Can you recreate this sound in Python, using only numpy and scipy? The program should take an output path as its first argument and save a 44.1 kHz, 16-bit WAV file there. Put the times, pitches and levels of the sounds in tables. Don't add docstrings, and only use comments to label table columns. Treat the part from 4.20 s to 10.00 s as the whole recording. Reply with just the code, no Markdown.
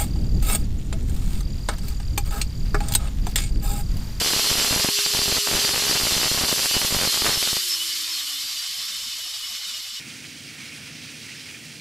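import sys
import numpy as np
from scipy import signal
from scipy.fft import rfft, irfft, next_fast_len
from scipy.io import wavfile
from scipy.ndimage import uniform_filter1d, map_coordinates

SR = 44100
rng = np.random.default_rng(int(sys.argv[2]) if len(sys.argv) > 2 else 0)


def magnitude_from_level(level_db):
    exponent = np.asarray(level_db, float) / 20
    return 10 ** exponent


def int16_out(signal):
    q = np.round(np.clip(np.atleast_2d(signal).T, -1, 1) * 32767)
    wavfile.write(sys.argv[1], SR, q.astype(np.int16))


N = 255766

# (frequency [Hz], level of each small piece [dB])
LOW_BLIP_LEVELS = [(20, -72), (110, -70.5), (150, -60), (250, -58.5), (400, -68.5), (700, -58.5),
                   (950, -62.5), (1050, -90), (2000, -180)]
# (frequency [Hz], level [dB])
SIDE_SHARE = [(60, -14), (180, -6), (540, -6.5), (1630, -14), (4910, -18), (14800, -10)]

# (time [s], signed size, decay [ms])
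LISTED_POPS = [(0.0177, -0.16, 0.77), (0.0747, -0.27, 0.13), (0.107, 0.13, 0.34), (0.1343, 0.42, 0.25),
               (0.1358, -0.51, 0.24), (0.1464, -0.098, 0.33), (0.1637, 0.18, 1.1), (0.196, 0.6, 0.18),
               (0.2443, 0.23, 0.2), (0.3143, -0.2, 2.2), (0.3814, 0.097, 4.5), (0.3987, -0.69, 0.15),
               (0.4472, 0.55, 0.18), (0.5094, -0.21, 2), (0.5261, -0.48, 0.23), (0.5284, 0.52, 0.27),
               (0.5624, 0.32, 1), (0.5975, 0.18, 0.55), (0.6464, -0.54, 0.46), (0.6486, 0.32, 0.45),
               (0.6874, -0.3, 0.69), (0.6889, 0.23, 0.74), (0.7894, -0.35, 0.1), (0.8626, -0.58, 0.096),
               (0.9492, -0.4, 0.46), (0.9725, 0.21, 0.24), (0.9914, 0.25, 0.83), (1.0169, -0.27, 0.19),
               (1.0196, -0.1, 1.2), (1.0806, 0.2, 1.1), (1.0972, 0.18, 0.43), (1.1248, -0.25, 1.3),
               (1.1742, -0.12, 0.22), (1.1828, 0.23, 0.48), (1.2732, -0.64, 0.088), (1.3141, -0.55, 0.21),
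               (1.3376, 0.56, 0.23), (1.3471, -0.1, 4.6), (1.4482, 0.52, 0.1), (1.4918, -0.51, 0.13),
               (1.5608, -0.46, 0.2), (1.579, -0.35, 0.26), (1.6229, -0.35, 0.18), (1.6965, -0.16, 0.78),
               (1.7117, 0.22, 0.47), (1.713, -0.53, 0.19), (1.7536, 0.19, 0.54), (1.8188, 0.21, 0.32),
               (1.8347, 0.12, 3.4), (1.8701, 0.2, 0.59), (1.9231, -0.17, 1.4), (1.9668, -0.18, 1.4),
               (2.0322, 1, 0.12), (2.0574, -0.24, 0.42), (2.1151, 0.24, 1.08), (2.1478, 0.15, 0.88),
               (2.1758, 0.2, 0.55), (2.212, -0.16, 0.94), (2.237, -0.24, 1.4), (2.2468, 0.53, 0.11),
               (2.3268, 0.37, 0.5), (2.328, -0.41, 0.51), (2.3697, -0.031, 0.38), (2.4579, -0.58, 0.14),
               (2.5667, 0.37, 1), (2.6168, -0.8, 0.086), (2.6482, -0.18, 1.4), (2.7079, 0.16, 0.41),
               (2.725, -0.2, 1.62), (2.7473, 0.53, 0.47), (2.7651, 0.22, 2.5), (2.8139, 0.83, 0.17),
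               (2.8349, -0.69, 0.24), (2.852, -0.84, 0.18), (2.8746, 0.29, 0.41), (2.9437, 0.34, 0.12),
               (2.9739, -0.29, 0.15), (3.0, -0.047, 0.15), (3.0218, -0.27, 0.59), (3.0459, 0.61, 0.15),
               (3.0563, -0.65, 0.13), (3.057, 0.056, 3.3), (3.0644, 0.76, 0.19), (3.0648, -0.86, 0.14),
               (3.0681, -0.97, 0.12), (3.0856, 0.16, 0.91), (3.0946, 0.66, 0.25), (3.1429, 0.18, 0.15),
               (3.1601, -0.18, 0.12), (3.1738, -0.077, 3.7), (3.2278, -0.47, 0.14), (3.275, -0.25, 0.17),
               (3.3305, 0.15, 0.93), (3.3685, -0.34, 0.2)]
# (time [s], length [s], share of the usual rate)
CRACKLE_SPELLS = [(0.701, .16, .02), (0.86, .085, 0.41), (0.944, 0.26, 0.76), (1.19, 0.082, 0.019),
                  (2.456, 0.084, .15), (2.88, .16, .35), (3.042, 0.088, 2.02)]
# (frequency [Hz], level per Hz [dB])
RASP_COLOUR = [(60, -120), (120, -7), (500, -8), (1000, -7.5), (2000, -13), (4000, -120)]
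CRACKLE_PER_S, CRACKLE_END_S = 125, 3.18
RASP_UNDER_LOAD_DB = -33

# (time [s], level [dB])
HUM_LEVEL = [(0, -48), (.6, -43), (1.65, -43.5), (1.9, -52.5), (3.1, -48.5), (3.5, -55), (4.05, -59),
             (4.4, -68), (4.8, -65), (4.9, -100), (5.8, -100)]
# (time [s], length [s])
HUM_UNHEARD = [(4.06, .045), (4.42, .15)]
FULL_TURNS, POWER_OFF_S, COAST_S = 408, 3.13, 2.86

# (time [s], gear noise [dB], fan air [dB])
RUN_LEVELS = [(0.0, -23.5, -31), (0.08, -22, -29), (0.56, -23, -29), (0.87, -23, -31.5), (0.97, -23, -30),
              (3.04, -23, -29), (3.07, -20, -26.5), (3.13, -23, -30.5), (3.29, -22.5, -29.5),
              (3.44, -26.5, -31.5), (3.92, -28, -36.5), (4.22, -29.5, -36.5), (4.3, -29, -38),
              (5.56, -32, -42.5), (5.8, -33.5, -45.5)]
# (frequency [Hz], level per Hz [dB])
WHIR_COLOUR = [(600, -120), (780, -25), (900, -14), (1100, -2), (1500, -5), (1950, -1), (2300, -4.5),
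               (2600, 0.5), (3400, -49), (5700, -120)]
# (frequency [Hz], level per Hz [dB])
AIR_COLOUR = [(1500, -120), (3820, -25), (6500, -3.5), (7600, -3.5), (9470, -1.5), (10200, -2.5),
              (12600, -3), (14100, -4.5), (14600, -22)]
# (frequency [Hz], level per Hz [dB])
GEAR_COLOUR = [(900, -120), (1400, -41), (2000, -15), (2770, -5), (3070, -1), (3310, -1.5), (4330, 0),
               (5460, -0.5), (6270, -5.5), (8000, -6), (10400, -47), (17600, -120)]

# (frequency [Hz], width [Hz], relative level [dB])
WEAK_MODES = [(2720, 60, -5.5), (3186, 135, -9.5), (4985, 46, -0.5), (5846, 66, -2.5), (6264, 40, -4),
              (6660, 160, -16.5), (7310, 106, -11.5), (7540, 41, -3.5), (7540, 25, -33), (10230, 260, -13)]
# (frequency [Hz], change [dB])
FREE_CHANGE = [(2670, -17), (3200, 1), (5800, -9), (6305, -20), (6630, -7), (7195, -5.5), (8235, -11),
               (10300, -11)]
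# (frequency [Hz], width [Hz], level under load [dB], level when free [dB], change in coasting [dB/s])
STRONG_MODES = [(2170, 45, -30, -29.5, 3.1), (2960, 39.75, -16.5, -16.5, 3), (3620, 140, -18.5, -15.5, 1.9),
                (4235, 52, -10.5, -13, -0.5), (4688, 55, -10.5, -13, -0.1), (5298, 55, -18, -14.5, 1.5)]
# (time [s], frequency [Hz], rise [dB])
MODE_FLARES = [(0.16, 4235, 3), (0.16, 2960, 3), (0.4, 5280, 10), (0.4, 2960, 6), (0.4, 4688, 1),
               (0.55, 4235, 6), (1.0, 5280, 8), (1.0, 3620, 8), (1.08, 4235, 2), (1.71, 5280, 11),
               (1.71, 4688, 7), (1.94, 5280, 9), (1.94, 4235, 7), (1.94, 3620, 9), (2.55, 2960, 10),
               (2.55, 4688, 4), (2.84, 4688, 7), (2.89, 4235, 6), (3.07, 4235, 8.5), (3.17, 5280, 10),
               (3.27, 3620, 6), (3.3, 4235, 5), (3.52, 5280, 12.5), (3.619, 2960, 13), (3.73, 2170, 17),
               (3.73, 4688, 9.5), (3.92, 5280, 8), (3.96, 4235, 12), (4.2, 2170, 10), (4.2, 4235, 6),
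               (4.28, 4688, 7), (4.31, 2960, -4), (4.64, 5280, 6), (4.64, 4235, 5), (4.99, 4688, 4)]
FLARE_S = 0.032
LIFT_OFF_S, SETTLE_S = 2.62, 0.42
WAVER_DB, WAVER_PER_S = 2.5, 28


def unit(x):
    return x / np.sqrt(np.mean(x ** 2) + 1e-20)


def along(points, hz):
    f, v = np.transpose(points)
    return np.interp(np.log(hz + 1), np.log(f + 1), v)


def curves(rows):
    s, *cols = np.transpose(rows)
    return [np.interp(np.arange(N) / SR, s, c) for c in cols]


def wobble(rate):
    points = rng.standard_normal(int(N * 100 / SR) + 4)
    return map_coordinates(points, [np.arange(N) * rate / SR])


def filtered(x, response):
    m = next_fast_len(N + 8192)
    return irfft(rfft(x, m) * response(np.fft.rfftfreq(m, 1 / SR)), m)[..., :N]


def noise(response):
    def pair_response(hz):
        return response(hz) * np.array([np.ones_like(hz), magnitude_from_level(along(SIDE_SHARE, hz))])
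    pair = filtered(rng.standard_normal((2, N)), pair_response)
    return pair / np.std(pair[0])


def hiss(colour):
    return noise(lambda hz: magnitude_from_level(along(colour, hz)))


def patchy(pair, depth_db):
    z = signal.stft(pair, nperseg=1024)[2]
    field = rng.standard_normal(z.shape[1:])
    field = uniform_filter1d(uniform_filter1d(field, size=4, axis=0), size=4, axis=1)
    pair = signal.istft(z * magnitude_from_level(depth_db * unit(field)), nperseg=1024)[1][:, :N]
    return pair / np.std(pair[0])


def low_blips():
    hz, _, z = signal.stft(rng.standard_normal((2, N)), SR, nperseg=2048)
    kept = rng.random(z.shape) < .035
    blips = kept * z / np.abs(z)
    cells = np.where((hz < 120)[:, None], z / np.std(z), blips)
    levels = magnitude_from_level(along(LOW_BLIP_LEVELS, hz))[:, None]
    pair = signal.istft(cells * levels, nperseg=2048)[1][:, :N]
    return pair * magnitude_from_level([[0], [-8]])


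def random_pops(expected, clock):
    draw = rng.random(size=(800, 4))
    arrivals = np.cumsum(.3 - .7 * np.log(draw[:, 0] + 1e-9))
    s = np.interp(arrivals, expected, clock)
    size = np.sign(draw[:, 1] - .5) * (.07 + .3 * draw[:, 2] ** 2.1)
    decay_ms = .14 / (1 - .7 * draw[:, 3] ** 5)
    return np.c_[s, size, decay_ms][arrivals < expected[-1]]


def rasp(jumps, share, clock):
    nearby = np.sqrt(np.abs(uniform_filter1d(jumps ** 2, size=1000)))
    thickness = uniform_filter1d(np.sqrt(share), size=1000)
    fade = np.clip((3.36 - clock) / .04, 0, 1)
    activity = nearby + magnitude_from_level(RASP_UNDER_LOAD_DB) * thickness * fade
    return magnitude_from_level(-14.0) * activity * hiss(RASP_COLOUR)


def pops():
    clock = np.arange(N) / SR
    share = np.ones(N)
    for s, length, k in CRACKLE_SPELLS:
        share *= np.where((clock > s) & (clock < s + length), k, 1)
    expected = np.cumsum(CRACKLE_PER_S * share * (clock < CRACKLE_END_S)) / SR
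    s, size, decay_ms = np.r_[LISTED_POPS, random_pops(expected, clock)].T
    t = np.arange(1200) / SR
    shapes = size[:, None] * np.exp(-1000 * t / decay_ms[:, None])
    at = (s * SR).astype(int)[:, None] + np.arange(len(t))
    jumps = np.bincount(at.ravel(), shapes.ravel(), N + len(t))[:N]
    edge_hz = 2600
    jumps = filtered(jumps, lambda hz: 1 / (1 - (hz / edge_hz) ** 2 + 1j * hz / edge_hz / 2.0))
    pair = jumps * np.array([np.ones(N), 0.13 * wobble(99)])
    return pair + rasp(jumps, share, clock)


def rotor_hum():
    clock = np.arange(N) / SR
    unheard = sum((clock > s) & (clock < s + length) for s, length in HUM_UNHEARD)
    hum_db = curves(HUM_LEVEL)[0] - uniform_filter1d(40. * unheard, size=600)
    slowing = np.maximum(clock - POWER_OFF_S, 0) / COAST_S
    turns = FULL_TURNS * np.exp(-slowing)
    wander = (1.32 + 9 * slowing) * wobble(25.03)
    tone = np.sin(2 * np.pi * np.cumsum(turns + wander) / SR)
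    return np.sqrt(2) * magnitude_from_level(hum_db + 2.8 * wobble(24.8)) * tone * [[1], [.05]]


def low_whir(gear_db, rattle):
    return magnitude_from_level(gear_db - 15.5 + rattle) * patchy(hiss(WHIR_COLOUR), depth_db=2)


def fan_air(air_db, rattle):
    level = magnitude_from_level(air_db + 0.34 * rattle + 0.61 * wobble(50))
    return level * patchy(hiss(AIR_COLOUR), depth_db=1.5)


def free():
    return np.clip((np.arange(N) / SR - LIFT_OFF_S) / SETTLE_S, 0, 1)


def ring(fc_hz, width):
    return noise(lambda hz: 1 / (1 + (2 * (hz - fc_hz) / width) ** 2))


def disc():
    coasting = free()
    rings = np.zeros((2, N))
    for hz, width, db in WEAK_MODES:
        level_db = db + coasting * along(FREE_CHANGE, hz) + 0.63 * wobble(4.7)
        rings += ring(hz, width) * np.sqrt(width) * magnitude_from_level(level_db)
    return rings / np.std(rings[0])


def gears(gear_db, rattle):
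    level = magnitude_from_level(gear_db + 0.81 * rattle + 0.73 * wobble(85))
    return level * (magnitude_from_level(-10.0) * disc() + magnitude_from_level(-2.5) * hiss(GEAR_COLOUR))


def whine(fc_hz, width):
    pitch = fc_hz + .7 * width * wobble(35)
    tone = np.sqrt(2) * np.sin(2 * np.pi * np.cumsum(pitch) / SR)
    return 0.77 * tone * [[1], [0]] + 0.61 * ring(fc_hz, width) * [[1], [1.6]]


def singing(gear_db):
    t, centres = np.arange(N) / SR, np.transpose(STRONG_MODES)[0]
    rise_db = np.zeros((len(centres), N))
    for s, hz, db in MODE_FLARES:
        nearest = np.argmin(np.abs(centres - hz))
        rise_db[nearest] += db * np.exp(-((t - s) / FLARE_S) ** 2)
    freedom, coasting_s = free(), np.maximum(t - POWER_OFF_S, 0)
    total = np.zeros((2, N))
    for (hz, width, load_db, free_db, drift_db), rise in zip(STRONG_MODES, rise_db):
        mode_db = load_db + freedom * (free_db - load_db) + drift_db * coasting_s
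        waver = WAVER_DB * wobble(WAVER_PER_S)
        total += magnitude_from_level(gear_db + mode_db + rise + waver) * whine(hz, width)
    return total


def grinder():
    gear_db, air_db = curves(RUN_LEVELS)
    rattle = wobble(30)
    moving_parts = low_whir(gear_db, rattle) + fan_air(air_db, rattle) + gears(gear_db, rattle)
    return rotor_hum() + moving_parts + singing(gear_db)


def scene():
    mid, side = low_blips() + pops() + grinder()
    treble = filtered(side, lambda hz: 1 / (1 + (5600 / (hz + 1)) ** 8))
    treble_flicker = magnitude_from_level(np.minimum(5 * wobble(22.17), 2))
    side = (side - treble) * magnitude_from_level(0.28 * wobble(10)) + treble * treble_flicker
    side = filtered(side, lambda hz: 1 / (1 + (60 / (hz + 1)) ** 4))
    return np.array([mid + side, mid - side]) * magnitude_from_level([[-.22], [.22]])


def roll_off(x):
    return signal.sosfilt(signal.butter(12, 15360, fs=SR, output="sos"), x)


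def record(dry):
    top = .29
    flat = dry / (1 + np.abs(dry / top) ** 5) ** (1 / 5)
    mix = filtered(flat, lambda hz: hz < 14550)
    return roll_off(mix)


dry = scene()
out = record(dry)
int16_out(out)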